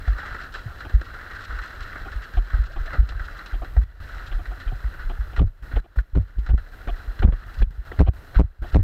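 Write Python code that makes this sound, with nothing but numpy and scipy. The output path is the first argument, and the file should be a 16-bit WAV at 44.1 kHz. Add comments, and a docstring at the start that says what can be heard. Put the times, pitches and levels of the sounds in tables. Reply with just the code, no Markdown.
"""A small camera in a sealed case rides with a runner along a muddy woodland trail.
From the start, mud sloshes and splats through the case over a low strap rumble, faint hiss and whine.
Strides jolt the case and make it boom; soon bubbles gloop and the camera rattles inside.
From 5.4 s on, hard slams against the runner's body overload the microphone,
and the whole sound ducks for a moment after each one."""
import sys
import numpy as np
from scipy import signal
from scipy.fft import rfft, irfft
from scipy.io import wavfile
from scipy.ndimage import uniform_filter1d

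SR = 44100
rng = np.random.default_rng(int(sys.argv[2]) if len(sys.argv) > 2 else 0)


def inscribe(sig):
    """Save sig as 16-bit PCM at rate SR to the path in sys.argv[1].

    A 1-D sig is mono; a 2-D sig holds one channel per row.
    Samples are clipped to [-1, 1] before scaling.
    """
    pcm = np.round(np.clip(np.atleast_2d(sig).T, -1, 1) * 32767)
    wavfile.write(sys.argv[1], SR, pcm.astype(np.int16))


N = 389403

# tone of the amplifier's hiss: f/Hz, level/dB
HISS_SPECTRUM = [(150, -5), (1000, -11.5), (3000, -24.5), (6000, -30.5), (10000, -33), (16000, -34)]
# steady churn of feet in wet mud: t/s, slosh level/dB, strap rumble level/dB
CHURN = [(0, -44, -32), (.12, -43, -34), (.22, -38.5, -34.5), (.42, -38, -36.5), (.52, -48.5, -35.5),
         (.75, -49, -38), (1.05, -43.5, -36), (1.2, -40.5, -37.5), (1.5, -39, -37.5), (1.75, -43, -39),
         (2.05, -42, -35), (2.35, -46.5, -45), (2.5, -42.5, -33.5), (2.9, -43.5, -33), (3.2, -46, -31.5),
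         (3.42, -42, -43.5), (3.65, -52.5, -36.5), (3.85, -49, -27.5), (4.15, -41, -37), (4.4, -49, -30.5),
         (4.7, -47, -37), (5.3, -48.5, -33.5), (5.55, -53.5, -33.5), (6.2, -49.5, -34), (6.6, -49, -38.5),
         (7.1, -50, -35), (7.45, -44.5, -33), (7.7, -52.5, -41.5), (8.3, -51.5, -33.5), (8.6, -51.5, -42),
         (8.83, -40.5, -20)]
# splats of mud and rubs on the case: t/s, level/dB, thud offset/dB, spray offset/dB, fade time/s
SPLATS = [(0.0805, -30, -15, -17.5, 0.044), (0.186, -25.5, -19, -24, 0.24),
          (0.347, -26.5, -11.5, -26, 0.039), (.4668, -46, -21, -27, .061), (.541, -27, -19, -15, 0.31),
          (0.807, -26, -38, -22, 0.093), (.897, -33, -9, -17.5, 0.086), (1.015, -28.5, -10, -16.5, 0.048),
          (1.141, -27.5, -18, -31, .062), (1.189, -29, -30, -32, 0.12), (1.31, -28.5, -18, -25, 0.17),
          (1.5899, -20, -34, -26, 0.029), (1.6182, -30, -38, -17, 0.63), (1.808, -32.5, -31, -13, 0.11),
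          (1.93, -34, -27, -30, 0.16), (1.9584, -24, -23, -40, 0.068), (2.076, -30, -19, -26, 0.11),
          (2.119, -30, -32, -17.5, 0.22), (2.2218, -32, -32, -16, 0.22), (2.337, -32.5, -17, -18, 0.23),
          (2.5042, -28, -28, -22, 0.072), (2.531, -26.5, -16, -25, 0.23), (2.6407, -32.5, -30, -18, 0.077),
          (2.86, -27, -23, -20, 0.14), (2.906, -26.5, -27, -25, 0.25), (2.933, -22.5, -13, -23, 0.19),
          (3.091, -28, -15, -11, 0.084), (3.1224, -26.5, -15, -26, 0.035),
          (3.1964, -23.5, -22, -24.5, 0.067), (3.2867, -24.5, -30, -31, 0.022),
          (3.3925, -26, -29, -30, 0.14), (3.462, -31.5, -28, -10.5, 0.077), (3.6468, -31, -12, -19, 0.095),
          (3.767, -26, -7.5, -27, 0.046), (4.17, -32, -25, -23, .15), (4.3272, -30, -11, -27, 0.029),
          (4.4562, -30.5, -21, -22, 0.14), (4.602, -33, -22, -11.5, 0.14), (4.941, -31, -30, -23, 0.071),
          (4.993, -31.5, -36, -22, 0.2), (5.0945, -37, -10, -18, 0.18), (5.208, -34, -29, -22, 0.075),
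          (5.3644, -27, -12, -16.5, 0.18), (5.712, -32.5, -15, -21, 0.45), (5.7662, -28.5, 1.5, -27, 0.051),
          (5.9605, -39, -4, -32, .05), (5.989, -24, -18, -24, 0.03), (6.1531, -22.5, 2, -14.5, 0.13),
          (6.4642, -24.5, -17, -15.5, 0.092), (6.491, -28.5, -3.5, -19, .059),
          (6.5785, -29.5, -11.5, -18, .084), (6.875, -26.5, -7.5, -25, 0.055),
          (7.1925, -28, -17, -15.5, 0.072), (7.223, -26, -7, -24, 0.058), (7.2735, -27.5, -1, -31, 0.13),
          (7.324, -28, 2.5, -26, 0.028), (7.6198, -27, -4, -19.5, 0.043), (7.9193, -24, -4.5, -22, 0.017),
          (7.9924, -23, -5, -16, 0.16), (8.0744, -31.5, 10, -15, 0.042), (8.347, -27, -16, -18.5, 0.4),
          (8.3898, -21.5, 9, -13, 0.083), (8.625, -37, -3.5, -31, 0.11), (8.746, -21, -4, -17.5, 0.12)]
# fine spray thrown up by a heel: t/s, level/dB
SHOWERS = [(.2748, -62), (.403, -43.5), (.52, -46), (.7796, -45), (1.042, -45), (1.345, -43), (1.4107, -45),
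           (1.435, -40), (1.82, -43.5), (2.23, -43.5), (2.652, -40.5), (2.718, -45), (3.242, -44),
           (3.366, -47), (4.023, -48), (4.26, -41.5), (6.38, -46), (7.53, -47), (7.582, -45), (8.68, -50),
           (8.72, -45)]
# notes at which the case's walls, main cavity, small gaps and vent ring: f/Hz, width/Hz, level/dB
WALL_MODES = [(144, 83, 0.5), (300, 160, 0), (429, 120, -3.5), (555, 185, -1.5), (715, 220, 0.5)]
CAVITY_MODES = [(1240, 240, -7), (1347, 117, -2.5), (1470, 107, -1), (1590, 130, -2.5), (1748, 130, -4.5),
                (1903, 160, -5)]
GAP_MODES = [(2763, 490, 4.7), (3340, 500, 2.7), (4042, 320, 5.1)]
VENT_MODES = [(4710, 1530, 3.5), (5360, 430, -8), (6300, 1500, -7), (7510, 360, -9)]
# tone of the strap's rumble: f/Hz, level/dB
RUMBLE_SPECTRUM = [(15, 3), (30, 12.5), (50, 8.5), (80, 1.5), (120, -8), (180, -30), (300, -54.5),
                   (900, -120)]
# jolts of the case on its strap: t/s, level/dB, f/Hz, fade time/s
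JOLTS = [(0.075, -6.5, 49.2, 0.16), (.656, -24, 110, 0.061), (.861, -25.5, 70, 0.042),
         (0.939, -3, 49.3, 0.11), (1.489, -23, 45.4, 0.12), (1.523, -20, 44.6, 0.15),
         (1.577, -23, 43.8, 0.18), (2.152, -18, 47, .13), (2.339, -22, 45.3, 0.055),
         (2.368, -8.5, 40, 0.21), (2.535, -7, 43.7, 0.082), (2.587, -11.5, 50, 0.16),
         (2.755, -13, 31.2, .15), (2.81, -19, 27, 0.27), (2.983, -5, 50.5, 0.14), (3.022, -17, 55, 0.086),
         (3.1, -18.5, 45.3, .15), (3.148, -19, 42, 0.099), (3.196, -23, 38.5, .12),
         (3.527, -14, 36.8, 0.19), (3.599, -20, 40.3, 0.23), (3.767, -3.5, 52.5, 0.14),
         (3.821, -20, 52.3, 0.1), (4.307, -19, 33.3, 0.17), (4.34, -15.5, 35.4, .16),
         (4.474, -20.5, 44, 0.24), (4.662, -14, 32.8, 0.19), (4.722, -25, 114, 0.044),
         (4.747, -21.5, 39.2, 0.083), (4.841, -13.5, 47.7, .15), (5.044, -13.5, 30.6, 0.28),
         (5.187, -13.5, 46.2, 0.14), (5.38, -5, 32.7, 0.32), (5.43, -2, 92.3, 0.089),
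         (5.736, -13, 45, 0.022), (5.755, -6.5, 39, 0.082), (5.972, -8, 48, 0.12), (6.131, -2, 26.7, 0.18),
         (6.187, -2, 88.4, 0.074), (6.361, -10, 50.9, 0.29), (6.443, -17, 32.2, 0.71),
         (6.487, -20, 124, 0.079), (6.493, -1, 42.6, 0.18), (6.531, 5, 50.9, 0.08), (6.867, -16, 37, 0.15),
         (6.912, -17.5, 28.2, 0.13), (7.075, -16, 40, 0.12), (7.197, -13.5, 58.6, 0.034),
         (7.218, -10, 34.3, 0.14), (7.322, -6.5, 39, 0.087), (7.575, -14, 47.7, 0.38),
         (7.603, -6, 27.6, 0.23), (7.631, -1.3, 30, 0.044), (7.67, -6, 44.3, .055), (7.779, -15, 44.3, 0.1),
         (7.986, -5, 48, 0.077), (8.04, 0.5, 40, 0.062), (8.083, -2.5, 59.7, 0.08),
         (8.364, -1.5, 36, 0.061), (8.412, 3, 49.2, 0.11), (8.44, -4.5, 84, 0.036), (8.59, -13, 50.3, 0.11),
         (8.731, -2.5, 32.3, 0.47), (8.781, 1.5, 90.8, 0.11)]
# hard slams of the case against the runner: t/s, level/dB, f/Hz, fade time/s, slowness of the rise
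SLAMS = [(5.4, 14, 55.9, 0.051, 5.1), (6.157, 15, 55.9, 0.055, 4), (7.2334, 6.5, 58.8, 0.047, 7.8),
         (7.276, 7.5, 46.6, 0.059, 2.3), (7.9976, 20.5, 57.7, 0.0523, 3.87), (8.388, 19, 57.6, 0.069, 3.5),
         (8.7509, 20.5, 59.2, 0.035, 4.5)]
# bubbles closing in the mud: t/s, level/dB, first f/Hz, last f/Hz, length/s
GLOOPS = [(.224, -39, 820, 860, .025), (.343, -38, 1000, 1150, .015), (2.685, -42, 420, 900, .05),
          (2.872, -40, 620, 660, .025), (2.92, -41, 320, 600, .035)]
# rattles of the camera against its case: t/s, level/dB, click offset/dB
RATTLES = [(0.849, -35, -11), (2.057, -36.5, -15), (2.369, -33, -10.5), (2.761, -30, -16.5),
           (2.865, -50, -8), (3.536, -41.5, -7.5), (3.619, -32, -21), (4.314, -42.5, -3),
           (4.389, -40.5, -15), (4.509, -39, -18), (4.677, -41.5, -4.5), (4.715, -36, -21),
           (5.097, -32, -15.5), (5.328, -43, -9), (5.391, -23, -17), (5.41, -19.5, -21), (5.759, -35, -8.5),
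           (5.842, -33.5, -16), (6.494, -29.5, -16.5), (6.884, -31, -10), (7.227, -24.5, -14.5),
           (7.322, -35, -12), (7.624, -52.5, 11.5), (7.921, -43.5, -8), (8.064, -24.5, -13),
           (8.638, -36.5, -16)]
# hollow ring of the camera body and click of the latch: f/Hz, width/Hz, level/dB
BODY_MODES = [(355, 140, 1), (719, 88, 2), (1158, 90, -5.5)]
LATCH_MODES = [(2530, 390, 3), (2946, 520, 7.5), (3160, 160, -10.5)]
# brief dips of the whole sound after some jolts: t/s, length/s, level/dB
DIPS = [(0.99, 0.15, -1.5), (2.392, 0.15, -2.5), (2.622, 0.17, -3.5), (3.036, 0.17, -3),
        (3.841, 0.16, -10.5), (5.403, .05, -11), (5.484, .14, -11.5), (5.804, .155, -13),
        (6.014, 0.16, -12.5), (6.224, .161, -10), (6.387, 0.26, -5.5), (6.57, 0.15, -5), (7.24, .078, -4),
        (7.314, .149, -5), (7.635, 0.071, -13), (7.711, 0.14, -7), (7.996, .036, -6.5), (8.04, 0.037, -11),
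        (8.096, .037, -13), (8.38, .034, -6.5), (8.419, 0.2, -14.5), (8.749, .08, -8)]


def gain_of(db):
    """Turns decibels into a number to multiply by."""
    return 10 ** (np.asarray(db) / 20)


def evened(x):
    """Scales a signal to an average strength (rms) of 1."""
    return x / np.sqrt(np.mean(x ** 2) + 1e-20)


def add(mix, start_s, sound):
    """Mixes a sound in at a given time."""
    part = mix[round(start_s * SR):][:len(sound)]
    part += sound[:len(part)]


def noise(spectrum):
    """Steady noise with the given mix of low and high tones."""
    hz, db = np.transpose(spectrum)
    bins_hz = np.fft.rfftfreq(N, 1 / SR)
    gains = gain_of(np.interp(np.log(bins_hz + 1), np.log(hz), db))
    return evened(irfft(rfft(rng.standard_normal(N)) * gains, N))


def ring(drive, modes):
    """Shakes an object so it rings at its own notes (modes); wider ones die sooner."""
    t = np.arange(2048) / SR
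    response = sum(gain_of(db) * np.sqrt(width) * np.exp(-np.pi * width * t) * np.sin(2 * np.pi * hz * t)
                   for hz, width, db in modes)
    response *= 1 - np.exp(-t / 0.00074)  # a soft start keeps the sound close to those notes
    return signal.oaconvolve(drive, response / np.linalg.norm(response))[:N]


def swell(rise_s, fade_s, slowness=0.83):
    """A loudness curve that rises to 1, then falls by 60 dB every fade_s."""
    t = np.arange(round(.4 * SR)) / SR
    shape = (1 - np.exp(-t / rise_s)) ** slowness * gain_of(-60 * t / fade_s)
    return shape / shape.max()


def flicker(size, depth_db):
    """A random gain that changes over about size samples."""
    slow = rng.standard_normal(N // 10 + 2)
    for _ in range(2):
        slow = uniform_filter1d(slow, size // 10)
    return evened(np.interp(np.arange(N) / 10, np.arange(len(slow)), gain_of(depth_db * evened(slow))))


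def churn_db(column):
    """One level column of CHURN, sample by sample."""
    rows = np.array(CHURN)
    return np.interp(np.arange(N) / SR, rows[:, 0], rows[:, column])


def electronics(whine_hz=13254, flip_hz=40.9, whine_db=-72, hiss_db=-53.5):
    """The amplifier hisses; a high whine keeps flipping sign, which splits it into many close tones."""
    t = np.arange(N) / SR
    flips = np.sign(np.sin(2 * np.pi * flip_hz * t))
    whine = np.sqrt(2) * np.sin(2 * np.pi * whine_hz * t) * flips
    return gain_of(whine_db) * whine + gain_of(hiss_db) * noise(HISS_SPECTRUM)


def mud(drops_per_s=150, splat_rise_s=0.0039, drying_db_per_s=-1.05):
    """Sloshing, droplets and splats make the walls, cavity, gaps and vent of the case ring."""
    slosh_db = churn_db(column=1)
    lumps = flicker(size=200, depth_db=1.0) * flicker(size=1800, depth_db=1.3)
    drop_sizes = gain_of(4.5 * np.minimum(rng.exponential(1, N), 3))
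    drops = evened(drop_sizes * (rng.random(N) < drops_per_s / SR))
    mist_db = 0.72 * slosh_db - 26.5  # steady spray changes less than the slosh
    # one row each for walls, cavity, gaps and vent
    power = (lumps * gain_of([0.4 * slosh_db - 36, slosh_db, mist_db, mist_db - 8.5])) ** 2
    shower = signal.windows.tukey(round(.035 * SR), .7)
    for start_s, db in SHOWERS:
        add(power[2], start_s - .004, (gain_of(db - 9) * shower) ** 2)
        add(power[3], start_s - .004, (gain_of(db - 16.5) * shower) ** 2)
    for start_s, db, thud_db, spray_db, fade_s in SPLATS:
        add(drops, start_s, [30.0])  # each splat lands with a slap
        shape = swell(splat_rise_s, fade_s)
        fizz_db = spray_db - 11 + drying_db_per_s * start_s  # thins as the trail gets drier
        for row, offset_db in zip(power, (thud_db, -9, spray_db - 3.5, fizz_db)):
            add(row, start_s - splat_rise_s, (gain_of(db + offset_db) * shape) ** 2)
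    out = np.zeros(N)
    parts = zip(np.sqrt(power), (WALL_MODES, CAVITY_MODES, GAP_MODES, VENT_MODES))
    for (level, modes), wet_db, drop_gain in zip(parts, (2.5, 3.33, 1.5, 1.0), (.15, .25, .45, .8)):
        shares = gain_of([db for _, _, db in modes])
        for mode, share in zip(modes, shares / np.linalg.norm(shares)):
            # bubbles of changing sizes stir each note separately
            bubbling = flicker(size=350, depth_db=wet_db) * rng.standard_normal(N)
            out += share * ring(level * (bubbling + drop_gain * drops), [mode])
    return out


def jolts(jolt_slowness=1.97):
    """The case swings or slams with a low boom; each jolt shakes the strap, which rumbles on."""
    booms = np.zeros(N)
    rumble_power = gain_of(churn_db(column=2)) ** 2
    shake = swell(rise_s=0.01, fade_s=0.25)
    for start_s, db, hz, fade_s, slowness in [(*row, jolt_slowness) for row in JOLTS] + SLAMS:
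        shape = swell(.0085, fade_s, slowness)
        t = np.arange(len(shape)) / SR
        add(booms, start_s, gain_of(db) * shape * np.sin(2 * np.pi * hz * t))
        shake_db = min(db, -6) - 15.5
        add(rumble_power, start_s, (gain_of(shake_db) * shake) ** 2)
    return booms + np.sqrt(rumble_power) * flicker(size=2000, depth_db=3.0) * noise(RUMBLE_SPECTRUM)


def gloops():
    """A shrinking air pocket sings a short rising note."""
    out = np.zeros(N)
    for start_s, db, first_hz, last_hz, length_s in GLOOPS:
        hz = np.geomspace(first_hz, last_hz, round(length_s * SR))
        note = np.sin(2 * np.pi * np.cumsum(hz) / SR)
        add(out, start_s, gain_of(db) * np.hanning(len(hz)) * note)
    return out


def rattles(length_s=0.0269, knocks_per_s=1500):
    """Bursts of small uneven knocks ring the camera body and the latch."""
    drive = np.zeros((2, N))
    burst = signal.windows.tukey(round(length_s * SR), .35)
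    for start_s, db, click_db in RATTLES:
        add(drive[0], start_s - .003, gain_of(db - 1.5) * burst * np.linspace(1, .5, len(burst)))
        add(drive[1], start_s - .003, gain_of(db + click_db) * burst * np.linspace(1, .3, len(burst)))
    knocks = rng.choice([-1, 1], N) * (rng.random(N) < knocks_per_s / SR)
    drive *= evened(evened(knocks) + .35 * rng.standard_normal((2, N)))
    return ring(drive[0], BODY_MODES) + ring(drive[1], LATCH_MODES)


def scene():
    """All the sounds added into one channel."""
    return (jolts() + rattles() + mud() + gloops() + electronics())[None]


def record(dry, limit_db=-10.5, recover_db_per_s=600.5, lag_s=0.017, low_hz=21.7, high_hz=15800):
    """Overload flattens the peaks, the level dips, and the lowest and highest tones are cut."""
    t = np.arange(N) / SR
    dip_db = np.zeros(N)
    for start_s, length_s, db in DIPS:
        dip_db[(t >= start_s) & (t < start_s + length_s)] = db
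    clipped = np.clip(dry, -.95, .95)
    # a limiter turns loud moments down, a little late, then lets go
    loud_db = 10 * np.log10(abs(uniform_filter1d(clipped[0] ** 2, size=500)) + 1e-12)
    cut_db = np.clip(1.83 * (loud_db - limit_db), 0, 11)
    cut_db = np.maximum.accumulate(cut_db + recover_db_per_s * t) - recover_db_per_s * t
    late_cut_db = np.maximum(np.interp(t - lag_s, t, cut_db), 0)
    level_db = np.minimum(dip_db, -late_cut_db)  # the deeper one wins
    ducked = clipped * gain_of(uniform_filter1d(level_db, size=200))
    # a capacitor blocks the deepest bass, which tilts the flat tops
    tilted = signal.lfilter([1, -1], [1, -np.exp(-2 * np.pi * low_hz / SR)], ducked)
    treble_cut = signal.firwin(511, high_hz, window=("kaiser", 9), fs=SR)
    return signal.oaconvolve(tilted, treble_cut[None], "same")


dry = scene()
out = record(dry)
inscribe(out)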